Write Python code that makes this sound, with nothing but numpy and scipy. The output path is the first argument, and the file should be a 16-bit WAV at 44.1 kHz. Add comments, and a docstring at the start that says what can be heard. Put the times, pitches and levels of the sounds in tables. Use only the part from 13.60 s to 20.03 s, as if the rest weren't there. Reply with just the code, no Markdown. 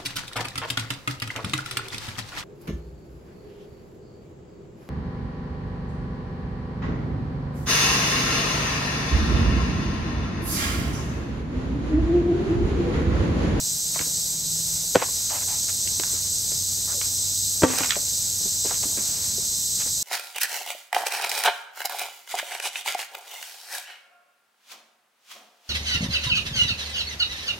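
"""Summer woodland: two insect choruses hiss throughout, over far traffic, leaves and engine hum.
First, boots scuff the leaf litter, thud on soil and snap twigs. At 1.35 s a pole drops on a wood stack
and rings with hard knocks. More steps follow, then at 4 s a short log lands, rocks and settles as
twigs crack. The recorder turns its gain down briefly after each loud knock. Last, the boots tread on."""
import sys
import numpy as np
from scipy import signal
from scipy.fft import rfft, irfft
from scipy.io import wavfile
from scipy.ndimage import minimum_filter1d

SR = 44100
rng = np.random.default_rng(int(sys.argv[2]) if len(sys.argv) > 2 else 0)


def file_out(sig):
    """Save sig as 16-bit WAV at sys.argv[1]."""
    # one column per channel
    cols = np.atleast_2d(sig).T
    # limit, then scale
    lim = np.clip(cols, -1, 1)
    pcm = np.round(lim * 32767).astype(np.int16)
    wavfile.write(sys.argv[1], SR, pcm)


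N = 283512


def knocks(blows, tones, gain_db, bark_db):
    """Each blow rings the wood's own tones and crushes some bark; a soft contact sounds duller."""
    out, t = np.zeros(N), np.arange(SR // 2) / SR
    for start, blow_db, hardness_hz in blows:
        for k, (hz, tone_db, ring_s) in enumerate(tones):
            strength = (-1) ** k / (1 + (hz / hardness_hz) ** 2)   # neighbours swing opposite ways
            fade = from_db(blow_db + tone_db + gain_db - 60 * t / ring_s)
            add(out, start, fade * strength * np.sin(2 * np.pi * hz * t))
        crush = rms_one(band(rng.standard_normal(len(t)), hardness_hz, octaves=2.9))
        add(out, start, from_db(blow_db + bark_db - 60 * t / 0.038) * crush)
    bass_cut = signal.butter(2, 90, "high", fs=SR, output="sos")   # small bodies give no deep bass
    return signal.sosfilt(bass_cut, out)


# Each row: start in seconds, level in dB, hardness of the hit in Hz (higher is brighter).
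POLE_BLOWS = [(1.348, -17, 4000), (1.3519, 2.5, 500), (1.3556, 4.5, 1500), (1.3595, -8, 2960),
              (1.363, -6, 1795), (1.369, -25, 800), (1.414, -31, 3000), (1.436, -25, 2500)]
# Each row: pitch of a ringing tone in Hz, level in dB, seconds to fade by 60 dB.
POLE_TONES = [(105, -14.5, 0.054), (165, -13.5, 0.091), (244, -13, 0.024), (366, -5.5, 0.031),
              (494, -0.5, 0.02), (697, -5.5, 0.023), (920, -9, 0.018), (1490, -8.5, .025),
              (1920, -9.5, 0.024), (2370, -7, 0.011), (3060, -10, .012), (4170, -8, .01)]

def pole():
    """A pole lands on the stack and bounces, ringing very briefly."""
    return knocks(POLE_BLOWS, POLE_TONES, gain_db=-2, bark_db=-22)


# Each row: start in seconds, level in dB, hardness of the hit in Hz.
LOG_BLOWS = [(4.020, -17, 4000), (4.023, -10, 700), (4.029, -17, 400), (4.033, -6, 2500), (4.0349, 7, 550),
             (4.038, -7.5, 2500), (4.0412, -7, 700), (4.047, -9, 1500), (4.134, -21, 1500),
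             (4.206, -13, 500)]
# Each row: pitch of a ringing tone in Hz, level in dB, seconds to fade by 60 dB.
LOG_TONES = [(172, -8, 0.024), (255.6, -12.5, 0.35), (298, 2.5, 0.02), (463, -15, 0.21), (518, -10.5, 0.18),
             (644, -3.5, 0.024), (762, -7, 0.095), (910, -3, 0.048), (1160, -6.5, 0.12), (1540, -3, 0.026),
             (1900, -6, 0.052), (2370, -7, 0.027), (3250, -7, .015)]

def short_log():
    """A log lands, rocks and settles; a few of its tones ring on."""
    return knocks(LOG_BLOWS, LOG_TONES, gain_db=-5, bark_db=-19)


# Each row: start in seconds, level in dB, middle pitch in Hz, width in octaves.
TWIG_SNAPS = [(0.392, -16.5, 2000, 1.7), (.411, -20.5, 1400, 1.3), (2.274, -18.5, 3220, 1.1),
              (2.397, -15.5, 2020, 3), (2.435, -15, 2220, 3.2), (2.919, -33, 1590, 1.1),
              (3.414, -18.5, 1100, 3.1), (4.181, -18, 3600, 1.5), (4.185, -9, 2590, 4.6),
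              (4.206, -20, 1700, 2.2), (4.234, -14, 1600, 2), (4.245, -17, 1500, 2.9),
              (4.259, -17, 3500, 2.3), (4.294, -20, 1860, 1.7), (4.3065, -5, 2800, 1.44),
              (4.321, -10.5, 1700, 1.6), (4.335, -25, 2100, 1.1), (4.355, -18, 1800, 1.1),
              (5.095, -30, 1450, 2.1), (5.142, -24.5, 2400, 1.2)]

def twigs():
    """Twigs break with bright, very short cracks, towards the right."""
    out = np.zeros((2, N))
    for start, level_db, hz, octaves in TWIG_SNAPS:
        add(out, start, burst(level_db, hz, octaves, fade_s=0.016, lean_db=-6.5, spread=0.85))
    return out


# Each row: start in seconds, level in dB, middle pitch in Hz, seconds to fade by 60 dB.
SOIL_THUDS = [(.357, -23.5, 637, 0.054), (.397, -27, 300, 0.052), (.40, -26.5, 85, 0.1),
              (0.463, -32, 267, 0.064), (1.418, -13, 900, 0.019), (1.422, -10, 970, 0.049),
              (2.396, -21.5, 393, 0.035), (2.532, -33, 261, .05), (2.916, -31.5, 300, .04),
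              (4.362, -20, 394, 0.074), (4.805, -35, 304, 0.046), (4.855, -27.5, 292, .035),
              (5.047, -21, 338, 0.063), (5.106, -23.5, 846, .075), (5.232, -26.5, 700, .045),
              (5.252, -25.5, 277, 0.044), (5.274, -35, 210, 0.045), (5.372, -26, 260, 0.096),
              (5.779, -26, 263, .05), (6.26, -34, 296, .07)]

def thuds():
    """Boots and wood hit the soil with dull puffs of noise."""
    out = np.zeros((2, N))
    for start, level_db, hz, fade_s in SOIL_THUDS:
        add(out, start, burst(level_db, hz, octaves=1.5, fade_s=fade_s, lean_db=0.7, spread=0.041))
    return out


# Each row: start in seconds, length in seconds, level in dB, middle pitch in Hz, width in octaves.
SCUFF_STROKES = [(.345, 0.12, -42.5, 1290, 3.6), (1.367, 0.078, -29.5, 1020, 3.1),
                 (1.5, 1.1, -54, 1500, 3.7), (2.082, 0.028, -41.5, 1400, 2.5),
                 (1.698, .095, -40.5, 1900, 1.8), (1.706, 0.083, -37.5, 760, .8),
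                 (1.808, 0.034, -42.5, 1200, 2.5), (1.873, 0.088, -47.5, 835, 0.46),
                 (1.881, 0.099, -46, 1800, 1.9), (2.396, 0.23, -49.5, 890, 2.8),
                 (3.276, 0.071, -43.5, 875, 1.8), (3.337, 0.07, -47, 504, 0.51),
                 (3.41, 0.061, -47.5, 1580, 1.8), (4.046, 0.24, -33.5, 1140, 2.8),
                 (4.301, 0.051, -29.5, 2370, 1.8), (5.051, 0.12, -38.5, 1500, 4.4),
                 (5.225, 0.032, -39, 1900, 3.6), (5.37, 0.027, -42.5, 1500, 2.2),
                 (5.37, 0.36, -48, 1400, 3.2), (6.175, 0.079, -48, 2300, 1.9),
                 (6.2, 0.035, -36.5, 2200, 3.7), (5.219, 0.27, -50.5, 446, 2), (6.255, 0.042, -47, 1200, 2)]

def scuffs(crumbs_per_s=2500):
    """Boots and bark drag through the litter, where crumbs of leaf and bark crackle."""
    out, t = np.zeros((2, N)), np.arange(SR // 2) / SR
    for start, length, level_db, hz, octaves in SCUFF_STROKES:
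        chance, size, direction = rng.random((3, len(t)))
        strength = from_db(-2.5 * np.log(1 - .99 * size))   # many weak crumbs, few strong ones
        crumbs = (chance < crumbs_per_s / SR) * strength * np.sign(direction - .5)
        pair = crumbs + 0.12 * rng.standard_normal((2, len(t)))   # each side adds its own hiss
        crackle = rms_one(band(pair, hz, octaves))
        stroke = np.interp(t / length, [0, .22, .7, 1.15], [0.99, 1, 1, 0.046])
        add(out, start, from_db(level_db) * stroke * crackle * sides(lean_db=-2))
    return out


# Each row: delay of an echo in seconds, level in dB.
ECHOES = [(0.01, -7), (0.02, -18.5), (.037, -20.5), (0.063, -18)]

def echoes(sound):
    """Trunks and ground add a few dull echoes, a little later on the right."""
    dull = signal.lfilter([.3], [1, -.7], sound)
    out = sound.copy()
    for delay, level_db in ECHOES:
        add(out[0], delay, from_db(level_db) * dull[0])
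        add(out[1], 1.03 * delay, from_db(level_db) * dull[1])
    return out


# The tone colour of each chorus. Each row: frequency in Hz, relative level in dB.
LOW_CHORUS = [(2600, -31), (3300, -19.5), (3950, -8), (4600, -10), (5400, -7), (6250, -2.5), (6900, -6.5),
              (7350, -2.5), (7850, 0), (8150, -6.5), (8560, -3), (8720, -25.5), (9000, -24)]
HIGH_CHORUS = [(8600, -2.5), (9400, -8), (11300, -5), (12200, -2.5), (14000, -3.5), (14900, -12),
               (16000, -6)]
# Near singers throb. Each row: pulses per second, typical depth as a share of the level.
LOW_THROBS = [(68.5, 0.023), (83, 0.026), (152, 0.032)]
HIGH_THROBS = [(54, 0.066), (61, 0.073)]
# Each row: time in seconds, low chorus level in dB, high chorus level in dB.
CHORUS_LEVELS = [(0.0, -26.5, -36), (2.86, -25.5, -35.5), (6.43, -25.5, -36)]

def insects():
    """Two choruses sing steadily, one higher than the other."""
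    low_db, high_db = in_time(CHORUS_LEVELS)
    low = chorus(LOW_CHORUS, low_db, LOW_THROBS, flicker_db=0.6)
    high = chorus(HIGH_CHORUS, high_db, HIGH_THROBS, flicker_db=0.67)
    return low + high


def chorus(spectrum, level_db, throbs, flicker_db):
    """Thousands of insect clicks blur to hiss; near singers leave throbs that come and go."""
    t = np.arange(N) / SR
    beat = 1
    for rate, depth in throbs:
        wander = np.cumsum(0.0404 * drift(3.7)) / SR   # the pulse rate wavers a little
        swell = from_db(2.75 * drift(0.78))
        beat = beat + depth * swell * np.sin(2 * np.pi * rate * (t + wander))
    return from_db(level_db + flicker_db * drift(7.2)) * beat * stereo_noise(spectrum)


# The tone colour of traffic and leaves. Each row: frequency in Hz, relative level in dB.
AIR_COLOUR = [(15, -39), (25, -12), (60, -4), (101, -1.5), (200, -6.5), (350, -16), (480, -14.5),
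              (600, -16.5), (1180, -22), (2000, -21.5), (3200, -20.5), (4200, -53)]

def traffic_and_leaves(level_db=-44):
    """Far traffic and leaves blend into a soft, wavering rumble and hiss."""
    return from_db(level_db + 0.97 * drift(9)) * stereo_noise(AIR_COLOUR)


# A hum near 160 Hz gives way to a lower hum near 94 Hz. Each row: time in seconds, pitch in Hz, level in dB.
NEAR_HUM = [(0, 155, -52.5), (.6, 158.5, -48.5), (1.1, 164, -40.5), (1.33, 168, -54)]
FAR_HUM = [(1.5, 91, -49.5), (2.2, 92, -47), (2.8, 94, -46), (3.6, 94, -43.5), (4.3, 95, -47),
           (5.2, 95, -49.5), (6.43, 95, -51)]

def engine_hum(rows, waver_db):
    """An engine hums one tone, fading in at its first row and out at its last."""
    hz, level_db = in_time(rows)
    t = np.arange(N) / SR
    start, end = rows[0][0] - 0.073, rows[-1][0] + 0.043
    fade = np.clip(np.minimum(t - start, end - t) / 0.054, 0, 1)
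    tone = np.sqrt(2) * np.sin(2 * np.pi * np.cumsum(hz) / SR)
    return fade * from_db(level_db + waver_db * drift(14)) * tone


# Each row: frequency in Hz, how alike left and right are (1 is the same, 0 is unrelated).
LIKENESS = [(60, .99), (150, 0.96), (330, 0.77), (770, 0.43), (1200, -0.016), (2800, -0.064),
            (4200, -0.051), (4700, 1), (6400, 0.93), (9800, 0.93), (13000, 0.98)]
# Each row: frequency in Hz, how much louder the left is in dB.
LEAN = [(60, 0), (500, 0.5), (1200, -1.2), (2800, -1.5), (6400, -0.5), (15000, -0.8)]

def stereo_noise(spectrum):
    """Background noise of a given tone colour, spread between left and right."""
    hz = np.maximum(np.arange(N // 2 + 1) * SR / N, 1)
    mid, side = rfft(rng.standard_normal((2, N)))
    alike = np.clip(at_hz(LIKENESS, hz), -1, 1)
    pair = np.sqrt(1 + alike) * mid + np.sqrt(1 - alike) * side * [[1], [-1]]
    inside = (hz >= spectrum[0][0]) & (hz <= spectrum[-1][0])
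    colour = from_db(at_hz(spectrum, hz)) * inside
    return rms_one(irfft(pair * sides(at_hz(LEAN, hz)) * colour, N))


def burst(level_db, hz, octaves, fade_s, lean_db, spread):
    """A short, dying noise; more spread makes left and right less alike."""
    t = np.arange(SR // 5) / SR
    shared, *each_side = rng.standard_normal((3, len(t)))
    shape = from_db(-60 * t / fade_s) * np.minimum(t / (0.043 * fade_s), 1)   # long ones start softly
    puff = band((shared + spread * np.array(each_side)) * shape, hz, octaves)
    gain = 0.67 * from_db(level_db) * np.sqrt(np.mean(shape ** 2))
    return gain * rms_one(puff) * sides(lean_db)


def from_db(db):
    """Turn decibels into a multiplier."""
    return 10 ** (np.asarray(db) / 20)


def rms_one(x):
    """Scale to an average strength (rms) of 1."""
    return x / np.sqrt(np.mean(x ** 2) + 1e-20)


def in_time(rows):
    """Join timed rows into curves, one value per sample."""
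    times, *columns = np.transpose(rows)
    return [np.interp(np.arange(N) / SR, times, column) for column in columns]


def at_hz(rows, hz):
    """Read between the rows of a frequency table, with octaves evenly spaced."""
    row_hz, values = np.transpose(rows)
    return np.interp(np.log(hz), np.log(row_hz), values)


def drift(rate_hz):
    """A slow random wobble, about 1 in size."""
    step = 40   # samples per random value
    keep = np.exp(-2 * np.pi * step * rate_hz / SR)
    noise = rng.standard_normal(N // step + 2002)
    slow = signal.lfilter([1], [1, -2 * keep, keep * keep], noise)[2000:]
    return np.interp(np.arange(N) / step, np.arange(len(slow)), rms_one(slow - slow.mean()))


def sides(lean_db):
    """Left and right gains; a positive lean favours the left."""
    return from_db(np.array([[.5], [-.5]]) * lean_db)


def band(x, hz, octaves):
    """Keep only the frequencies around hz."""
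    edges = np.clip(hz * 2 ** (np.array([-.5, .5]) * octaves), 20, 19000)
    return signal.sosfilt(signal.butter(2, edges, "band", fs=SR, output="sos"), x)


def add(out, start, sound):
    """Mix a sound in at a start time in seconds."""
    i = round(start * SR)
    out[..., i:i + sound.shape[-1]] += sound[..., :N - i]


def scene():
    """Wood and boots echo in the clearing, with insects and far rumble around."""
    near = pole() + short_log() + twigs() + thuds() + scuffs()
    woodland = echoes(near) + insects() + traffic_and_leaves()
    return woodland + engine_hum(NEAR_HUM, waver_db=-1) + engine_hum(FAR_HUM, waver_db=0.5)


def record(dry):
    """Loud peaks pull the recorder's gain down; it holds, then comes back. Overload clips."""
    threshold_db, hold_s, release_db_per_s, attack_s = -6, .03, 110, .009
    over_db = np.maximum(20 * np.log10(np.abs(dry).max(axis=0) + 1e-9) - threshold_db, 0)
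    hold = round(hold_s * SR)
    held_db = -minimum_filter1d(-over_db, hold, origin=(hold - 1) // 2)   # largest recent excess
    ramp = release_db_per_s * np.arange(N) / SR
    cut_db = np.maximum.accumulate(held_db + ramp) - ramp
    keep = np.exp(-1 / (attack_s * SR))
    smooth_cut_db = signal.lfilter([1 - keep], [1, -keep], cut_db)
    clipped = np.clip(dry * from_db(-smooth_cut_db), -1, 1)
    treble_cut = signal.ellip(12, .5, 70, 15680, fs=SR, output="sos")   # steep, above 15680 Hz
    return signal.sosfilt(treble_cut, clipped)


dry = scene()
out = record(dry)
file_out(out)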